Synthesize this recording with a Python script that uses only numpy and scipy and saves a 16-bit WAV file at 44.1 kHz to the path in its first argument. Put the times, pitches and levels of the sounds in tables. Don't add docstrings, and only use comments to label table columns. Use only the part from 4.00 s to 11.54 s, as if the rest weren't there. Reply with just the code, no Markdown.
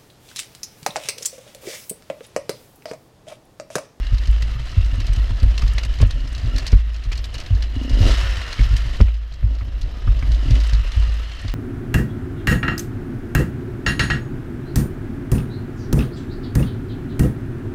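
import sys
import numpy as np
from scipy import signal
from scipy.fft import rfft, irfft
from scipy.io import wavfile
from scipy.ndimage import uniform_filter1d

SR = 44100
rng = np.random.default_rng(int(sys.argv[2]) if len(sys.argv) > 2 else 0)


def output_pcm(signal):
    pcm = np.clip(np.atleast_2d(signal).T, -1, 1) * 32767
    wavfile.write(sys.argv[1], SR, np.round(pcm).astype(np.int16))


def decibels_to_gain(level_db):
    exponent = np.asarray(level_db, float) / 20
    return 10 ** exponent


N = 332514
T = np.arange(N) / SR


def evened(x):
    return x / np.sqrt(np.mean(x ** 2) + 1e-20)


def curve(rows):
    s, *columns = np.transpose(rows)
    return [np.interp(T, s, c) for c in columns]


def add(mix, s, sound):
    part = mix[int(s * SR):][:len(sound)]
    part += sound[:len(part)]


def pushes(s, size):
    track = np.zeros(N)
    np.add.at(track, np.minimum((np.asarray(s) * SR).astype(int), N - 1), size)
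    return track


def drift(width):
    return evened(uniform_filter1d(uniform_filter1d(rng.standard_normal(N), width), width))


def filtered(x, order, hz, kind):
    return signal.sosfilt(signal.butter(order, hz, kind, fs=SR, output="sos"), x)


def coloured(x, points, tilt_db=0.):
    hz = np.fft.rfftfreq(len(x), 1 / SR) + 1
    f, db = np.transpose(points)
    gain_db = np.interp(np.log(hz), np.log(f), db) + tilt_db * np.log2(hz / 3000)
    return irfft(rfft(x) * decibels_to_gain(gain_db), len(x))


def burst(t, t60, rise):
    return decibels_to_gain(-60 * t / t60) * (1 - np.exp(-t / rise))


def ping(t, hz, t60, rise):
    return np.sin(2 * np.pi * hz * t) * burst(t, t60, rise)


def rung(x, hz, t60, rise):
    return signal.oaconvolve(x, ping(T[:int(1.2 * t60 * SR)], hz, t60, rise))[:N]


def snap(t, colour, hz, ring_db, t60, tilt_db=0):
    noise = evened(coloured(rng.standard_normal(len(t)), colour, tilt_db))
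    ring = filtered(noise, 1, [hz * 0.905, hz * 1.0], "band")
    return evened(noise + decibels_to_gain(ring_db) * evened(ring)) * burst(t, t60, .002)


# (f/Hz, t60/s, rise/s)
RING, SWAY = (54., 0.98, 0.0044), (39.46, 0.4, 0.0083)
# (t/s, ring level/dB, helmet sway level/dB)
ROOT_KICKS = [(0.012, -43, -10.5), (0.105, -13.5, -7.5), (0.128, -15, -38), (0.413, -24, -20),
              (0.76, -13, -9.5), (0.919, -20.5, -8), (1.012, -19.5, -16.5), (1.086, -27, -6.5),
              (1.177, -11.5, -10), (1.302, -45, -11), (1.448, -47, 0), (2.074, -19.5, -7),
              (2.453, -17.5, -11.5), (2.524, -21, -11), (2.72, -6, 0), (2.783, -24, -8.5),
              (3.06, -24.5, -12), (3.614, -35, -15.5), (4.589, -8.5, -4.5), (4.655, -30, -6),
              (4.995, -8, 0.5), (5.032, -51, -6), (5.423, -10.5, -16), (6.075, -9.5, -7.5),
              (6.273, -7, -45), (6.308, -33, -10.5), (6.455, -45, -8.5), (6.772, -21, -10),
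              (6.834, -15, -9), (6.965, -7.5, -45)]
# (t/s, ring level/dB, helmet sway level/dB)
RUT_DROPS = [(0.274, -6, -6), (0.311, -44, -8), (0.971, -35, -9.5), (1.231, -50, -9.5), (1.423, -7, -1),
             (1.631, -36, -4), (1.668, -15, -6), (1.873, -23, -11), (1.982, -14.5, -12), (2.021, -41, -2),
             (2.131, -43, -8.5), (3.136, -17, -46), (3.514, -9, -13), (3.768, -17.5, -47), (3.918, -35, -5),
             (3.962, -26, -7), (4.031, -43, -2.5), (4.087, -15, -28), (4.159, -17, -26), (4.269, -22, -14),
             (4.709, -16, -5), (5.728, -23, -15), (5.812, -17.5, -12.5), (6.033, -57, -10),
             (6.222, -10, -43), (6.495, -11.5, -45), (6.515, -9, -15), (6.608, -20.5, -45),
             (6.722, -11, -11), (7.483, -43, -11.5)]
# (t/s, direction +1 up or -1 down, ring level/dB, sway level/dB)
NUDGES = [
    (0.817, 1, -26, -11),
    (0.866, -1, -42, -11),
    (1.745, -1, -19.5, -17),
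    (2.202, -1, -47, -12.5),
    (2.288, -1, -21, -26),
    (4.869, -1, -47, -15.5),
    (7.017, -1, -29, -17),
    (7.092, 1, -22.5, -19),
]
# (t before start/s, level/dB)
EARLIER_JOLT = [
    (0.016, -20),
    (0.024, -27.5),
]


def mount():
    kicks = [(s, 1, *db) for s, *db in ROOT_KICKS]
    drops = [(s, -1, *db) for s, *db in RUT_DROPS]
    s, way, ring_db, sway_db = np.transpose(kicks + drops + NUDGES)
    ring = rung(pushes(s, np.sign(way) * decibels_to_gain(ring_db)), *RING)
    sway = rung(pushes(s, np.sign(way) * decibels_to_gain(sway_db)), *SWAY)
    left = sum(decibels_to_gain(db) * ping(T + lead, *mode) for (lead, db), mode in zip(EARLIER_JOLT, (RING, SWAY)))
    return left + ring - sway


# (t/s, level/dB, f/Hz, thud level in the case/dB)
KNOCKS = [(0.121, -4, 97.5, -33.5), (0.277, -9, 98, -36), (0.769, 4.5, 90.3, -39), (0.923, -6.5, 92, -34),
          (0.979, -6, 95.4, -31), (1.09, -6, 92.4, -42), (1.305, -5, 94, -36), (1.421, 0, 86, -27),
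          (1.626, -8.5, 103, -32.5), (2.004, 0, 106.2, -27), (2.018, 8.5, 93, -25), (2.044, 0.5, 83, -29),
          (2.443, -6, 111, -66), (2.725, 5, 88.7, -22), (3.506, 3, 94.6, -41), (3.538, -7, 85, -35),
          (3.757, -7, 88.5, -50), (4.003, 5.5, 93.7, -45), (4.049, -2.5, 103, -45), (4.229, -7, 87.6, -38),
          (4.59, -3.5, 111, -26), (4.705, -5, 91, -46), (5.003, 9.5, 82, -16.5), (5.433, -1, 98.3, -36.5),
          (6.071, -1, 97, -29), (6.222, -10, 104, -28.5), (6.503, 2.5, 111, -49),
          (6.723, -7.5, 109.5, -36.5), (6.969, -2, 87.3, -37), (7.444, -7, 97.5, -30)]
# (t/s, level/dB, f/Hz)
TAPS = [(0.146, -15, 94), (0.421, -13, 108), (0.55, -12.5, 113), (0.592, -14, 121), (1.017, -15, 89),
        (1.168, -6, 97), (1.448, -5, 103), (1.671, -12, 90), (1.743, -15, 104), (1.846, -13, 104),
        (2.143, -14.5, 115), (2.234, -16.5, 112), (2.371, -17, 103), (2.429, -6, 77), (2.537, -11, 90.5),
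        (2.863, -23, 119), (3.055, -12.5, 97), (3.139, -20, 83), (3.34, -23, 111), (3.909, -6.5, 96),
        (4.373, -9.5, 82), (4.649, -11, 101), (4.728, -7, 106), (4.845, -12.5, 110), (5.329, -38, 113),
        (5.613, -10.5, 88), (5.673, -13, 90), (5.831, -13, 103), (6.158, -12.5, 105), (6.286, -7.5, 114),
        (6.455, -10, 120), (6.543, -9.5, 109.6), (6.783, -11.5, 93), (7.072, -11.5, 89)]
# (t/s, peak level/dB, f/Hz)
STONE_CRACKS = [(0.424, -33, 2100), (1.434, -28, 574), (1.622, -28.5, 1210), (1.779, -23.5, 2100),
                (2.002, -24.5, 494), (2.027, -19.5, 580), (2.017, -21.5, 1170), (2.048, -29, 2870),
                (2.729, -30.5, 1110), (5.004, -26, 1040), (2.727, -22, 466), (3.115, -27.5, 2380),
                (3.344, -31, 535), (3.627, -36, 1770), (4.592, -25.5, 2200), (5.003, -19.5, 550),
                (5.003, -26, 1394), (5.013, -24, 5300), (5.079, -32.5, 2450), (5.318, -44, 676),
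                (5.427, -34, 565), (5.607, -35, 1260), (5.611, -36.5, 2200), (6.075, -26.5, 1220),
                (6.224, -31.5, 1210), (6.225, -28, 2250), (6.555, -27.5, 1920), (6.848, -34, 574),
                (7.195, -40, 720), (7.314, -37, 644), (7.446, -34, 640)]
# (f/Hz, level/dB)
CRACK_COLOUR = [(100., -32), (300., 7), (600., -4), (1300., -2.5), (2500., -5), (8000., -36)]


def frame():
    thud_mode, thud_lag_s = (252.3, 0.075, 0.0035), 0.0031
    tap_thud_db = -29.5
    out, t = np.zeros(N), T[:8000]
    for s, db, hz, *_ in KNOCKS + TAPS:
        add(out, s, decibels_to_gain(db) * ping(t, hz, t60=0.11, rise=0.014))
    thuds = [(s, thud_db) for s, _, _, thud_db in KNOCKS] + [(s, db + tap_thud_db) for s, db, _ in TAPS]
    s, db = np.transpose(thuds)
    out += rung(pushes(s + thud_lag_s, decibels_to_gain(db + 6.0)), *thud_mode)
    for s, db, hz in STONE_CRACKS:
        grind = decibels_to_gain(2.5) * snap(t, CRACK_COLOUR, hz, -5, .045)
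        note = decibels_to_gain(5) * ping(t, hz, .024, .001)
        add(out, s, decibels_to_gain(db - 3.) * (grind + note))
    return out


# (rms level/dB into ring, sway, nod, knock)
SHAKE_DB = [-41, -41, -36, -50]


def shake():
    nod, knock = (29.3, 0.82, 0.004), (116.5, 0.19, 0.016)
    bumps = (rng.random(N) < 70 / SR) * rng.uniform(-0.39, 1, N) * decibels_to_gain(0.56 * drift(3000))
    modes = (RING, SWAY, nod, knock)
    return sum(decibels_to_gain(db) * evened(rung(bumps, *mode)) for db, mode in zip(SHAKE_DB, modes))


# (f/Hz, level/dB)
RATTLE_COLOUR = [(350, -30), (600, -15.5), (1470, -9.5), (1830, -4.5), (3660, -7), (4090, -1.5), (5080, -4),
                 (5980, -7.5), (6850, -11.5), (7540, -17), (13700, -32.5), (15500, -31)]
# (t/s, peak level/dB)
CHAIN_SNAPS = [(0.8445, -30.5), (1.5773, -17.5), (1.6187, -23), (1.677, -24), (1.8327, -20), (1.9866, -27),
               (2.379, -29), (2.5611, -22.5), (3.037, -29.5), (3.1181, -20.5), (3.2415, -22.5),
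               (3.461, -27), (3.623, -22), (3.8476, -38), (3.99, -29), (4.5272, -18.5), (4.5935, -30),
               (4.6328, -26), (4.7648, -19), (5.0107, -21.5), (6.224, -37.5), (6.3173, -26),
               (6.5056, -22.5), (6.5525, -25), (6.6005, -24), (7.4799, -24.5)]
# (t/s, peak level/dB)
BUCKLE_SNAPS = [(0.2715, -27), (0.4217, -21.5), (1.001, -22.5), (1.066, -23.5), (1.1324, -27), (1.429, -27),
                (1.7812, -17), (1.938, -28), (2.0144, -18.5), (2.1072, -22.5), (2.348, -25.5),
                (2.581, -18.5), (2.6652, -16), (3.176, -26), (3.3419, -23.5), (3.4009, -23), (5.14, -37),
                (5.167, -45), (5.322, -35.5), (5.338, -34), (5.55, -38), (5.585, -35), (5.8136, -26.5),
                (6.636, -28), (6.6937, -26), (6.732, -21.5), (6.9177, -24.5)]


def rattles():
    note_spread = 0.15
    spread_db = 3.
    out, t = np.zeros(N), T[:4096]
    for rows, note_hz in ((CHAIN_SNAPS, 3380), (BUCKLE_SNAPS, 3680)):
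        for s, db in rows:
            lag, share, off, tilt = rng.uniform([.008, .3, -1.2, -.8], [.016, 1.1, 2.2, .5])
            hz = note_hz * (1 + note_spread * off)
            first = snap(t, RATTLE_COLOUR, hz, -7, .032, spread_db * tilt)
            rebound = snap(t, RATTLE_COLOUR, hz * rng.uniform(.8, 1.2), -7, .045, -spread_db)
            add(out, s, decibels_to_gain(db - 1.5) * first)
            add(out, s + lag, share * decibels_to_gain(db - 8) * rebound)
    return out


# (t/s, peak level/dB, sheen level/dB)
BRIGHT_TICKS = [(0.2713, -33, -27), (0.3112, -30, -27), (0.4224, -35, -25), (0.6563, -34, -19),
                (0.8599, -33, -25), (0.9547, -33, -22), (1.002, -34, -20), (1.068, -43, -27),
                (1.1333, -25, -29), (1.4287, -30, -20), (1.5787, -33, -19), (1.6177, -42, -25),
                (1.6581, -36, -26), (1.734, -25.5, -28), (1.7836, -33, -22), (1.8317, -36, -24),
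                (1.85, -23, -26), (1.9874, -43, -14), (2.0136, -19, -28), (2.0692, -32, -21),
                (2.108, -32, -31), (2.288, -36, -22), (2.3275, -30, -28), (2.378, -38, -32),
                (2.56, -36, -13), (2.582, -20, -21), (2.6675, -22, -22), (2.933, -39, -17),
                (3.0365, -39, -23), (3.1175, -37, -18), (3.174, -28, -29), (3.239, -40, -24),
                (3.2545, -31, -27), (3.339, -26, -22), (3.3996, -28, -24), (3.463, -44, -16),
                (3.6227, -42, -22), (3.8312, -43, -20), (3.895, -36, -17), (3.9883, -38, -21),
                (4.0713, -30, -19), (4.5266, -34, -28), (4.5945, -44, -27), (4.775, -24, -24),
                (5.0115, -41, -26), (5.8117, -40, -24), (6.3195, -40, -28), (6.507, -37, -25),
                (6.6363, -35, -28), (6.6723, -27, -23), (6.6927, -38, -21), (6.7376, -33, -20),
                (6.8823, -39, -19), (6.9182, -37, -19), (6.9651, -33, -23), (6.998, -33, -29),
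                (7.1387, -32, -16), (7.415, -32, -30), (7.4799, -39, -20), (7.5193, -39, -17)]


def ticks():
    out, t = np.zeros(N), T[:2048]
    fall = burst(t, 0.028, .0006)
    for s, db, sheen_db in BRIGHT_TICKS:
        low, high = rng.standard_normal((2, len(t)))
        dry_burst = evened(filtered(low, 2, [4800., 9000.], "band"))
        sheen = evened(filtered(high, 3, 9500., "high"))
        add(out, s, decibels_to_gain(db - 11.5) * fall * (dry_burst + decibels_to_gain(sheen_db + 5) * sheen))
    return out


# (t/s, peak level/dB)
FLICKS = [(0.066, -26), (0.1032, -43), (0.1426, -26.5), (0.181, -25), (0.2134, -33), (0.2344, -28),
          (0.2538, -25), (0.5122, -32), (0.617, -36), (0.6927, -28.5), (0.715, -30), (0.811, -30),
          (1.16, -23), (1.275, -35), (1.3678, -37), (1.398, -25.5), (1.5054, -29), (1.5504, -35),
          (1.592, -23), (2.2014, -33), (2.2735, -29), (2.4577, -31), (2.6024, -28), (2.6774, -20),
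          (2.7174, -20.5), (2.9424, -27.5), (2.9614, -30.5), (3.1265, -21), (3.1535, -25), (3.3503, -21.5),
          (3.3802, -22), (3.4464, -43), (3.5199, -43), (3.5484, -29), (3.753, -30.5), (3.8317, -30),
          (3.894, -24.5), (3.9294, -26), (3.9459, -30), (4.0123, -22), (4.036, -25), (4.1114, -19),
          (4.3261, -29), (4.716, -28), (4.9671, -29), (6.1906, -29), (6.344, -26), (6.4757, -35),
          (6.5256, -32), (7.2414, -35), (7.3148, -32), (7.3913, -28)]


def flicks():
    out, t = np.zeros(N), T[:2048]
    for s, db in FLICKS:
        hz, tilt_db = rng.uniform(2500, 5500), rng.uniform(-1.5, 1.5)
        add(out, s, decibels_to_gain(db - 5.5) * snap(t, RATTLE_COLOUR, hz, -5, 0.041, tilt_db))
    return out


# (t/s, hum level/dB, time until gone/s)
SHUTS = [
    (4.11, -37.5, .9),
    (5.65, -53, .25),
    (6.59, -47, .85),
]
HUM_FLOOR_DB = -60


def overrun_db():
    level_db = HUM_FLOOR_DB
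    for s, db, length_s in SHUTS:
        rise = np.clip((T - s) / .06, 0, 1)
        sink = np.clip(1 - ((T - s) / length_s) ** 2, 0, 1)
        level_db = level_db + (db - HUM_FLOOR_DB) * rise * sink
    return level_db


# (t/s, firing rate f/Hz, exhaust level/dB)
BLIPS = [
    [(2.16, 52, -52), (2.27, 52, -53)],
    [(6.3, 23, -49), (6.32, 20, -48)],
    [(3.727, 23, -53), (3.75, 20, -50)],
    [(6.368, 14, -49), (6.39, 20, -47)],
    [(2.42, 32, -58), (2.55, 57, -45.5), (2.68, 37, -64), (2.72, 56, -74)],
    [(3.762, 15.4, -36.5), (3.85, 32.5, -37.5), (3.93, 42, -43), (3.99, 63, -39), (4.03, 86, -41.5),
     (4.084, 98, -40), (4.11, 115, -42), (4.116, 42, -44), (4.15, 42, -39)],
    [(5.46, 32, -57), (5.52, 58, -51), (5.57, 58, -59)],
    [(6.425, 31, -41), (6.49, 39, -38), (6.53, 60, -43.5), (6.575, 107, -52), (6.61, 36, -52)],
]
# (t/s, level/dB)
ROAR_SWELL = [(0, 1), (.4, -0.5), (.9, 0.5), (1.5, 2), (2.2, 0), (2.6, -0.5), (2.95, -1), (3.3, 3),
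              (3.7, 3.5), (4.2, 0), (4.6, 3.5), (4.9, 2), (5.3, 0.5), (5.7, 8), (6.1, 5), (6.5, 1),
              (7.1, 4), (7.54, -1.5)]


def roaring_db():
    settle_s = 0.25
    blows = pushes([row[0] for row in KNOCKS + TAPS], 0.38)
    shaken = signal.lfilter([1], [1, -np.exp(-1 / (settle_s * SR))], blows)
    open_throttle = sum(1. * (T > rows[0][0]) * (T < rows[-1][0]) for rows in BLIPS)
    load = uniform_filter1d(open_throttle, size=2000)
    loss_db = 0.56 * (overrun_db() - HUM_FLOOR_DB)
    return 2 + curve(ROAR_SWELL)[0] + 3 * np.tanh(shaken) + 2 * load - loss_db


def wandering(x, hz, width):
    turn = np.exp(2j * np.pi * np.cumsum(hz * (1 + 0.032 * drift(5000))) / SR)
    r, soft = np.exp(-np.pi * np.array([width, 400]) / SR)
    return (turn * signal.lfilter([1], np.convolve([1, -r], [1, -soft]), x / turn)).real


# (f/Hz, width/Hz, level/dB)
CASE_RINGS = [(1290, 90, -1), (1800, 100, -1), (2050, 120, -6), (2770, 130, 0), (3000, 130, 0),
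              (4030, 220, -4), (5050, 260, -6)]


def case_rings(turns):
    grains = (rng.random((len(CASE_RINGS), N)) < 160 / SR) * rng.uniform(-1, 1, N)
    slap_db = -14 + 0.64 * (overrun_db() - HUM_FLOOR_DB) + 1.3 * rng.standard_normal(N)
    slap = np.diff(np.floor(turns), prepend=0) * decibels_to_gain(slap_db)
    lift = np.sqrt(1 + uniform_filter1d(slap ** 2, size=4000) / np.mean(grains ** 2))
    struck = (grains + slap) / lift
    rings = np.zeros(N)
    for x, (hz, width, db) in zip(struck, CASE_RINGS):
        rings += decibels_to_gain(db + 1.5 * drift(6000)) * evened(wandering(x, hz, width))
    return evened(rings)


# (t/s, clatter level/dB)
CLATTER = [(0, -39), (1.0, -38), (1.85, -37.5), (2.2, -41), (2.72, -36), (2.85, -44), (3.35, -41),
           (3.75, -41), (3.98, -34), (4.065, -25), (4.3, -30.5), (4.95, -36), (5.22, -49), (5.95, -43),
           (6.4, -37.5), (6.55, -34.5), (6.8, -36.5), (7.54, -38)]
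# (f/Hz, level/dB)
CASE_COLOUR = [(88, 16), (150, -7), (225, -1.5), (263, -2.5), (453, -10), (550, -6.5), (877, -3),
               (1240, -7.5), (1870, -3), (2310, -6.5), (2980, -4.5), (3550, -8), (4060, -10.5), (5650, -19),
               (15500, -49)]


def clatter(turns):
    level_db = curve(CLATTER)[0]
    fizz_db = 0.26 * (level_db + 54.5)
    gate = 1 + 0.028 * np.cos(2 * np.pi * turns)
    strays = (rng.random(N) < 70 / SR) * decibels_to_gain(8.1 * np.minimum(rng.exponential(1, N), .9))
    strays = signal.oaconvolve(strays, burst(T[:2000], 0.056, 0.009))[:N]
    flicker = decibels_to_gain(2.06 * drift(250))
    metal = coloured(rng.standard_normal(N) * gate * (1 + 0.23 * strays) * flicker, CASE_COLOUR)
    roar = filtered(metal, 2, 850., "low")
    fizz = filtered(metal, 2, 4500., "high")
    body = metal + (decibels_to_gain(roaring_db()) - 1) * roar + (decibels_to_gain(fizz_db) - 1) * fizz
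    body = body / np.std(metal - roar)
    ring_db = -6. + 0.095 * (level_db + 39)
    return decibels_to_gain(level_db - 2.5) * (body + decibels_to_gain(ring_db) * case_rings(turns))


def firings(rows):
    rate_hz, db = curve(rows)
    on = (T >= rows[0][0]) & (T < rows[-1][0])
    uneven = 1 + .07 * drift(400) * (rate_hz > 50)
    cycles = np.cumsum(rate_hz * on * uneven) / SR
    fired = np.diff(np.floor(cycles + .99), prepend=0)
    pops = fired * on * decibels_to_gain(db + 1.5 * rng.standard_normal(N))
    return np.array([pops, pops * decibels_to_gain(8.5 * np.log2(rate_hz / 58))])


# (f/Hz, width/Hz, level/dB)
PIPE_TONES = [(258, 48, 0), (400, 150, -4), (545, 125, -1), (720, 140, -7)]


def exhaust():
    pops, bright = sum(firings(rows) for rows in BLIPS)
    tones = np.zeros(N)
    for k, (hz, width, db) in enumerate(PIPE_TONES):
        blow = bright * decibels_to_gain(3 * rng.standard_normal(N) - 1) if hz > 300 else pops
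        tones += (-1) ** k * decibels_to_gain(db) * rung(blow, hz, 2.2 / width, .005)
    hiss = evened(coloured(rng.standard_normal(N), RATTLE_COLOUR))
    puff = signal.oaconvolve(bright, decibels_to_gain(-60 * T[:1500] / 0.094))[:N] * hiss
    tap = rung(pops, hz=2900, t60=0.035, rise=.001)
    return decibels_to_gain(24.5) * (tones + decibels_to_gain(-31.0) * puff + decibels_to_gain(-16.5) * tap)


# (f/Hz, level/dB)
HUM_COLOUR = [(120, -4), (180, -1), (300, -3), (600, 1), (870, -9), (1250, 0), (1900, -1), (2300, -9),
              (2950, -2), (3600, -14)]


def hum(turns):
    waver = [decibels_to_gain(3.5 * drift(1600)) for _ in range(5)]
    stack = np.zeros(N)
    for k in range(2, 40):
        order = np.cos(2 * np.pi * (k * turns + rng.random()))
        stack += waver[k % 5] * (1 - .3 * (k % 2)) * order
    return decibels_to_gain(overrun_db()) * evened(coloured(stack, HUM_COLOUR))


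# (t/s, f/Hz)
REVS = [(0, 62), (2.4, 58), (2.7, 75), (3.7, 47), (4.0, 62), (4.084, 90), (4.146, 99), (4.47, 78.8),
        (4.6, 71.8), (5.0, 68), (5.75, 49), (6.4, 56), (6.5, 70), (6.6, 98), (6.73, 86.7), (6.96, 73.4),
        (7.3, 60), (7.54, 58)]


def engine():
    turns = np.cumsum(curve(REVS)[0]) / SR
    sound = clatter(turns) + hum(turns) + exhaust()
    dip_hz, sharpness, depth = 841, 3.45, 0.66
    return sound - depth * signal.lfilter(*signal.iirpeak(dip_hz, sharpness, SR), sound)


def grit():
    out = np.zeros(N)
    for hz in (3500, 5000, 7000, 9500):
        thrown = rng.random(N) < 35 / SR * decibels_to_gain(4 * drift(6000))
        hits = thrown * decibels_to_gain(4 * np.minimum(rng.exponential(1, N), 2))
        hits = signal.oaconvolve(hits, burst(T[:800], .016, .0007))[:N]
        out += filtered(hits * rng.standard_normal(N), 1, [.7 * hz, 1.4 * hz], "band")
    return decibels_to_gain(curve(CLATTER)[0] - 19.5) * evened(coloured(out, RATTLE_COLOUR, 0.87))


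def air():
    hiss = evened(filtered(rng.standard_normal(N), 4, 10500., "high"))
    pace_db = 0.71 * (curve(CLATTER)[0] + 43)
    return decibels_to_gain(-72 + pace_db + 4 * drift(700)) * hiss


def scene():
    blows = mount() + frame() + shake()
    loose = rattles() + ticks() + flicks()
    return (blows + loose + engine() + grit() + air())[None]


def roll_off(x):
    return signal.sosfilt(signal.butter(12, 16330, fs=SR, output="sos"), x)


def record(dry):
    top, knee = .96, 5.
    held = dry / (1 + abs(dry / top) ** knee) ** (1 / knee)
    held = signal.oaconvolve(held, signal.firwin(127, 15050, fs=SR)[None], "same")
    return roll_off(held)


dry = scene()
out = record(dry)
output_pcm(out)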